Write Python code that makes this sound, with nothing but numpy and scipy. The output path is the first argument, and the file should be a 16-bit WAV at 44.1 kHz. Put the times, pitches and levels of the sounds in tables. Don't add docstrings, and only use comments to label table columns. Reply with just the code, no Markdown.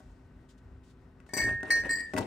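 import sys
import numpy as np
from scipy import signal
from scipy.io import wavfile

SR = 44100
rng = np.random.default_rng(int(sys.argv[2]) if len(sys.argv) > 2 else 0)


def log_audio(samples):
    frames = np.atleast_2d(samples).T
    limited = np.clip(frames, -1, 1)
    pcm = np.round(limited * 32767).astype(np.int16)
    wavfile.write(sys.argv[1], SR, pcm)


def invert_db(x):
    u = np.asarray(x, float) / 20
    return 10 ** u


N = 99798
T = np.arange(N) / SR


def rms_one(x):
    return x / np.sqrt(np.mean(x ** 2) + 1e-20)


def at_hz(points, hz, axis=1):
    points = np.array(points)
    return np.interp(np.log(hz), np.log(points[:, 0]), points[:, axis])


def pan(db):
    return invert_db(np.array([[db / 2], [-db / 2]]))


def band(x, order, hz, kind):
    return signal.sosfilt(signal.butter(order, hz, kind, fs=SR, output="sos"), x)


def drift(rate):
    r = np.exp(-2 * np.pi * rate * 40 / SR)
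    slow = signal.lfilter([1], [1, -2 * r, r * r], rng.standard_normal(N // 40 + 2002))[2000:]
    return np.interp(np.arange(N) / 40, np.arange(len(slow)), rms_one(slow))


def fade(x, t60):
    return signal.lfilter([1], [1, -invert_db(-60 / (max(t60, .005) * SR))], x + 1e-18)


def clicks(s, gain):
    out = np.zeros(N, complex)
    out[(np.asarray(s) * SR).astype(int)] = gain
    return out


def strokes(rows):
    out = 0
    for s, hold, db, t60 in rows:
        release_db = 60 * np.maximum(T - s - hold, 0) / t60
        out = out + invert_db(db - release_db) * np.clip((T - s) / 0.008, 0, 1)
    return out


def banded_noise(spectrum, patchy_db, rate):
    # (frequency [Hz], likeness [-1..1], left-right [dB])
    ears = [(50, .995, .5), (250, .97, 2.8), (1000, .65, 4.5), (4000, .4, 4), (12000, .6, 1.5)]
    out, together, corners = 0, drift(rate / 2), 22 * 2 ** np.arange(0, 9.9, .5)
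    white = rng.standard_normal((2, 2, N))
    for k, (low, high) in enumerate(zip(corners, corners[1:])):
        hz = np.sqrt(low * high)
        if hz < spectrum[0][0]:
            continue
        mid, side = band(white[k % 2], 2, [low, high], "band")
        alike = np.clip(at_hz(ears, hz), -1, 1)
        stereo = np.sqrt(1 + alike) * mid + np.sqrt(1 - alike) * side * [[1], [-1]]
        gain = invert_db(at_hz(spectrum, hz) + patchy_db * (together + drift(rate)))
        out = out + gain * pan(at_hz(ears, hz, axis=2)) * stereo
    return rms_one(out)


def snap(s, db, t60, low_hz, high_hz=10400.0):
    noise = rng.standard_normal(N) + 1.44 * rng.standard_normal((2, N))
    burst = noise * fade(clicks(s, invert_db(db)).real, t60)
    return pan(4.0) * band(burst, 2, [low_hz, high_hz], "band")


def all_bottles():
    front_hz = [1663, 1782, 1846, 2210, 4200, 4700, 5830, 5997, 7640, 7832, 8592, 13080, 14200]
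    side_hz = [1665, 1760, 1846, 2234, 4194, 4727, 5835, 6029, 7596, 8667, 9850, 13070, 15500]
    back_hz = [1782, 1846, 2225, 4180, 4750, 5475, 5870, 7640, 7908, 8600, 11900, 13010, 14480]
    # (level [dB], t60 [s])
    pair_front = [(-11, 0.58), (0, 0.17), (0.5, 0.67), (-9.5, 0.095), (-25.5, 0.18), (-14, 0.095),
                  (-18, 0.072), (-17.5, 0.054), (-15.5, 0.069), (-22.5, 0.067), (-18.5, 0.07), (-33, 0.091),
                  (-35, 0.068)]
    pair_side = [(-14, 0.6), (-15, 1), (2, 0.41), (-13.5, 0.15), (-21.5, 0.2), (-23, 0.2), (-25.5, 0.22),
                 (-20.5, 0.11), (-37.5, 0.53), (-17, 0.079), (-35.5, .2), (-26.5, 0.15), (-29, 0.15)]
    pair_back = [(-9.5, 0.6), (2.5, 0.3), (-18, 0.22), (-25, 0.12), (-15, 0.07), (-30.5, 0.052),
                 (-28.5, 0.03), (-16, 0.07), (-12.5, 0.045), (-18, 0.056), (-22.5, 0.1), (-41, 0.097),
                 (-43, 0.067)]
    # (time [s], level [dB], hardness [dB/octave])
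    clinks_front = [
        (1.291, -55.5, -0.5),
        (1.336, -39.5, 8.5),
        (1.367, -45, 11),
        (1.380, -53, 8),
        (1.394, -32.5, -3.5),
        (1.412, -57, 11.5),
        (1.436, -37.5, -2),
        (1.452, -42.5, -23.5),
        (1.476, -50, -11),
    ]
    clinks_side = [
        (1.704, -21, 0.12),
        (1.775, -56, 2),
        (1.859, -51.5, 0.78),
    ]
    clinks_back = [
        (1.892, -28, 0.18),
        (1.906, -38, 4.7),
        (1.930, -41.5, 6.8),
        (1.996, -39.5, 1.2),
        (2.012, -85, 1.3),
    ]
    front = bottles(front_hz, pair_front, clinks_front)
    side = bottles(side_hz, pair_side, clinks_side)
    return front + side + bottles(back_hz, pair_back, clinks_back)


def bottles(pitches, modes, hits):
    # (time [s], pitch change [%])
    tilting = [
        (1.79, 0),
        (1.845, 1.6),
        (1.875, 1.5),
        (1.89, 0),
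        (1.92, .1),
        (1.975, 1.55),
        (2.04, 1.7),
        (2.13, .2),
    ]
    # (frequency [Hz], left-right [dB])
    glass_pan = [(1850, -1), (2200, 3.5), (5000, 5.5), (8000, 9.5), (13000, -2.5)]
    tilt_top_hz, tilt_fade = 1780, 0.89
    twin_spread, twin_db, twin_life = 0.0117, -7.5, 0.48
    chatter_per_s, chatter_db, chatter_t60_s = 620, -4, 0.21
    glass_db, spread_db = -1, 5
    grip_s, grip_t60_s = 2.138, .09
    first = int(1.28 * SR)

    s, db, hard = np.transpose(hits)
    modes = [(hz, *mode) for hz, mode in zip(pitches, modes)]
    twins = []
    for hz, level_db, t60 in modes[4:]:
        for way in (-1, 1, 2.5 * rng.choice([-1, 1])):
            twin_hz = hz * (1 + twin_spread * way * rng.uniform(0.25, 1))
            twins.append((twin_hz, level_db + twin_db, t60 * twin_life))
    luck = rng.standard_normal((len(s), 4 * len(modes)))
    chatter = fade(clicks(s, invert_db(db + 1.49 * hard + chatter_db)).real, chatter_t60_s)
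    rebounds = (rng.random(N) < chatter_per_s / SR) * rng.standard_normal(N) * chatter
    tilt = np.interp(T, *np.transpose(tilting))[first:] / 100
    out = np.zeros((2, N))
    for k, (hz, level_db, t60) in enumerate(modes + twins):
        bend = (k > 0) * tilt * min(1, (tilt_top_hz / hz) ** tilt_fade)
        turn = np.exp(2j * np.pi * np.cumsum(hz * (1 + bend)) / SR)
        upper = k > 2
        struck = clicks(s, invert_db(db + hard * np.log2(hz / 1846) + upper * spread_db * luck[:, k]))
        struck = struck + upper * rebounds
        ringing = fade(invert_db(level_db) * struck[first:] / turn ** upper, t60)
        ringing = fade(ringing, 0.0095) * turn * np.log(1000) / (0.0089 * SR)
        ear_phase = rng.normal(0, 0.3 * np.sqrt(hz / 1846) * (1 + upper), (2, 1))
        out[:, first:] += pan(at_hz(glass_pan, hz)) * np.imag(ringing * np.exp(1j * ear_phase))
    out = out * invert_db(glass_db - 60 * np.maximum(T - grip_s, 0) / grip_t60_s)
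    crack = snap(s, db + 2 * hard - 30, 0.015, low_hz=1200.)
    return out + crack + shimmer(s, db + 2.83 * hard - 30.5, pitches)


def shimmer(s, db, pitches):
    # (frequency [Hz], level [dB])
    clusters = [(7200, 5.5), (8200, -1), (9300, 2), (10100, -3), (13800, 4), (15500, 2)]
    width_hz, gap_db = 450, -16
    burst = snap(s, db, 0.21, low_hz=5040.0, high_hz=15900.0)
    r = np.exp(-np.pi * width_hz / SR)
    peak = (1 - r * r) ** 2 / 4
    bands = 0
    for hz, level_db in [(hz, 0) for hz in pitches[4:]] + clusters:
        a = [1, -2 * r * np.cos(2 * np.pi * hz / SR), r * r]
        bands = bands + invert_db(level_db) * signal.lfilter([peak, 0, -2 * peak, 0, peak], np.convolve(a, a), burst)
    return bands + invert_db(gap_db) * burst


def knocks():
    # (time [s], level [dB], hardness [dB/octave])
    thumps = [(.003, -45, 1), (1.202, -70, 12), (1.265, -64.5, 8), (1.290, -48, 3.2), (1.335, -25.5, -1),
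              (1.368, -24.5, -1), (1.381, -41.5, 10.5), (1.399, -34, -5), (1.444, -26, -9),
              (1.475, -29.5, -0.5), (1.491, -36.5, 5), (1.513, -28, -7.5), (1.544, -47.5, 0),
              (1.606, -62.5, 10.5), (1.631, -30, 2.15), (1.704, -46, 10.5), (1.836, -39, 3),
              (1.72, -52.5, 12), (1.91, -38, 4), (1.96, -40, -1.5), (2.005, -46.5, 2), (2.136, -31, 3.5),
              (2.141, -23.5, -5), (2.152, -23, -6.5), (2.165, -38.5, 8.5), (2.170, -37, 1.5),
              (2.176, -28.5, 6), (2.180, -27, 4), (2.183, -25.5, 5), (2.187, -25.5, 1), (2.191, -33, 1.5),
              (2.199, -26, -10.5), (2.208, -19, -5), (2.214, -25, -4), (2.221, -31, -16), (2.235, -40, -3)]
    # (frequency [Hz], level [dB], t60 [s])
    body = [(110.8, -17.5, 0.28), (206.5, -17, 0.21), (281.6, -2.5, 0.076), (389, 1, 0.047),
            (560, -7, 0.045), (622.8, -8.5, 0.15), (767, -11, 0.12), (928, -9, 0.043), (1101, -12, 0.094),
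            (1491, -7, 0.03), (1983, -16.5, 0.075), (2614, -16.5, 0.018)]
    s, db, hard = np.transpose(thumps)
    luck, out = rng.standard_normal((len(s), 2 * len(body))), 0
    for k, (hz, level_db, t60) in enumerate(body):
        turn = np.exp(2j * np.pi * hz * T)
        sign = np.where(hz < 700, 1, np.sign(luck[:, -k - 1]))
        struck = clicks(s, invert_db(db + level_db - 8 + hard * np.log2(hz / 300) + 2.5 * luck[:, k]) * sign)
        ear_phase = rng.normal(0, hz / 1800, (2, 1))
        out = out + np.imag(fade(struck / turn, t60) * turn * np.exp(1j * ear_phase))
    thump = pan(4.5) * band(out, 3, 85., "high")
    return thump + snap(s, db + 2 * hard - 22.5, 0.027, low_hz=700.)


def drags():
    # (start [s], length [s], level [dB], release t60 [s])
    scrapes = [
        (1.34, 0.062, -45.5, 0.069),
        (1.37, 0.15, -43.5, 0.22),
        (1.64, 0.072, -48, 0.83),
        (1.84, 0.089, -52, 0.75),
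        (2.138, 0.015, -52, 0.11),
        (2.166, 0.029, -40.5, 0.35),
    ]
    # (frequency [Hz], level [dB/Hz])
    scrape_spectrum = [(60, -44), (300, 2.5), (800, -11.5), (1500, -17), (2500, -18), (5000, -37),
                       (10000, -37.5), (16000, -65)]
    return strokes(scrapes) * banded_noise(scrape_spectrum, patchy_db=4.0, rate=37.0)


def brushes():
    # (start [s], length [s], level [dB], release t60 [s])
    rubs = [
        (0.0, 0.03, -74, 0.9),
        (.485, 0.024, -68.5, 0.16),
        (.575, 0.005, -69, 0.087),
        (.83, .08, -73, 0.14),
        (1.26, 0.13, -72.5, 0.13),
        (2.06, 0.08, -71, 0.55),
    ]
    # (frequency [Hz], level [dB/Hz])
    rub_spectrum = [(1000, -31), (3000, -12.5), (8500, -16.5), (11000, -26), (13500, -29.5), (16000, -5)]
    return strokes(rubs) * banded_noise(rub_spectrum, patchy_db=1.0, rate=30.0)


def echoes(x):
    room_t60_s, wall_cut_hz = 0.4, 11200
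    out, dull = np.zeros((2, N)), np.exp(-2 * np.pi * wall_cut_hz / SR)
    for k, lag in enumerate((rng.uniform(0.0087, .035, 16) * SR).astype(int)):
        loop, gain, state = x.copy(), invert_db(-60 * lag / SR / room_t60_s), [0.]
        for i in range(lag, N, lag):
            back, state = signal.lfilter([gain * (1 - dull)], [1, -dull], loop[i - lag:i], zi=state)
            loop[i:i + lag] += back[:N - i]
        out[k % 2] += (loop - x) * (-1) ** (k // 2)
    return out


def fan():
    # (frequency [Hz], level [dB], width [Hz])
    hums = [(257, -66.5, 2), (385.6, -71.5, 21), (1518, -81.5, 2.3), (1895, -86, 21)]
    out = 0
    for hz, db, width in hums:
        noise = rng.standard_normal(N) + 1j * rng.standard_normal(N)
        wobble = signal.lfilter([1], [1, -np.exp(-np.pi * width / SR)], noise)
        tone = np.real((4.6 + wobble / np.std(wobble)) * np.exp(2j * np.pi * hz * T))
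        out = out + invert_db(db) * rms_one(tone)
    return pan(1.3) * out


def room():
    # (frequency [Hz], level [dB/Hz])
    air_spectrum = [(25, -18), (55, 0), (110, -8), (240, -20), (500, -28), (1600, -36), (3000, -48),
                    (16000, -64)]
    # (time [s], level [dB])
    shaking = [(0, -54.5), (.3, -56), (.5, -60), (.72, -52), (1.0, -58.5), (1.33, -59.5), (1.4, -46.5),
               (1.54, -40.5), (1.63, -59.5), (1.85, -50.5), (2.12, -59.5), (2.2, -45), (2.26, -58)]
    air = banded_noise(air_spectrum, patchy_db=.8, rate=9.)
    low, high = [band(air, 3, 151, kind) for kind in ("low", "high")]
    return invert_db(np.interp(T, *np.transpose(shaking))) * rms_one(low) + invert_db(-52.5) * high


def scene():
    near = all_bottles() + knocks() + drags()
    to_walls = band(near.mean(axis=0), 1, 500., "high")
    return near + invert_db(-16.5) * echoes(to_walls) + room() + brushes() + fan()


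def low_pass(x):
    return signal.sosfilt(signal.butter(12, 16460, fs=SR, output="sos"), x)


def record(dry):
    dry = signal.sosfilt(signal.cheby2(10, 60, 16900, fs=SR, output="sos"), dry)
    notched = band(1.032 * dry, 3, [10300., 12600.], "bandstop")
    heard = band(notched, 2, 30., "high") + 0.13 * dry
    lows = signal.sosfiltfilt(signal.butter(2, 3000., fs=SR, output="sos"), heard[1])
    heard[1] += np.roll(lows, 2) - lows
    return low_pass(heard)


dry = scene()
out = record(dry)
log_audio(out)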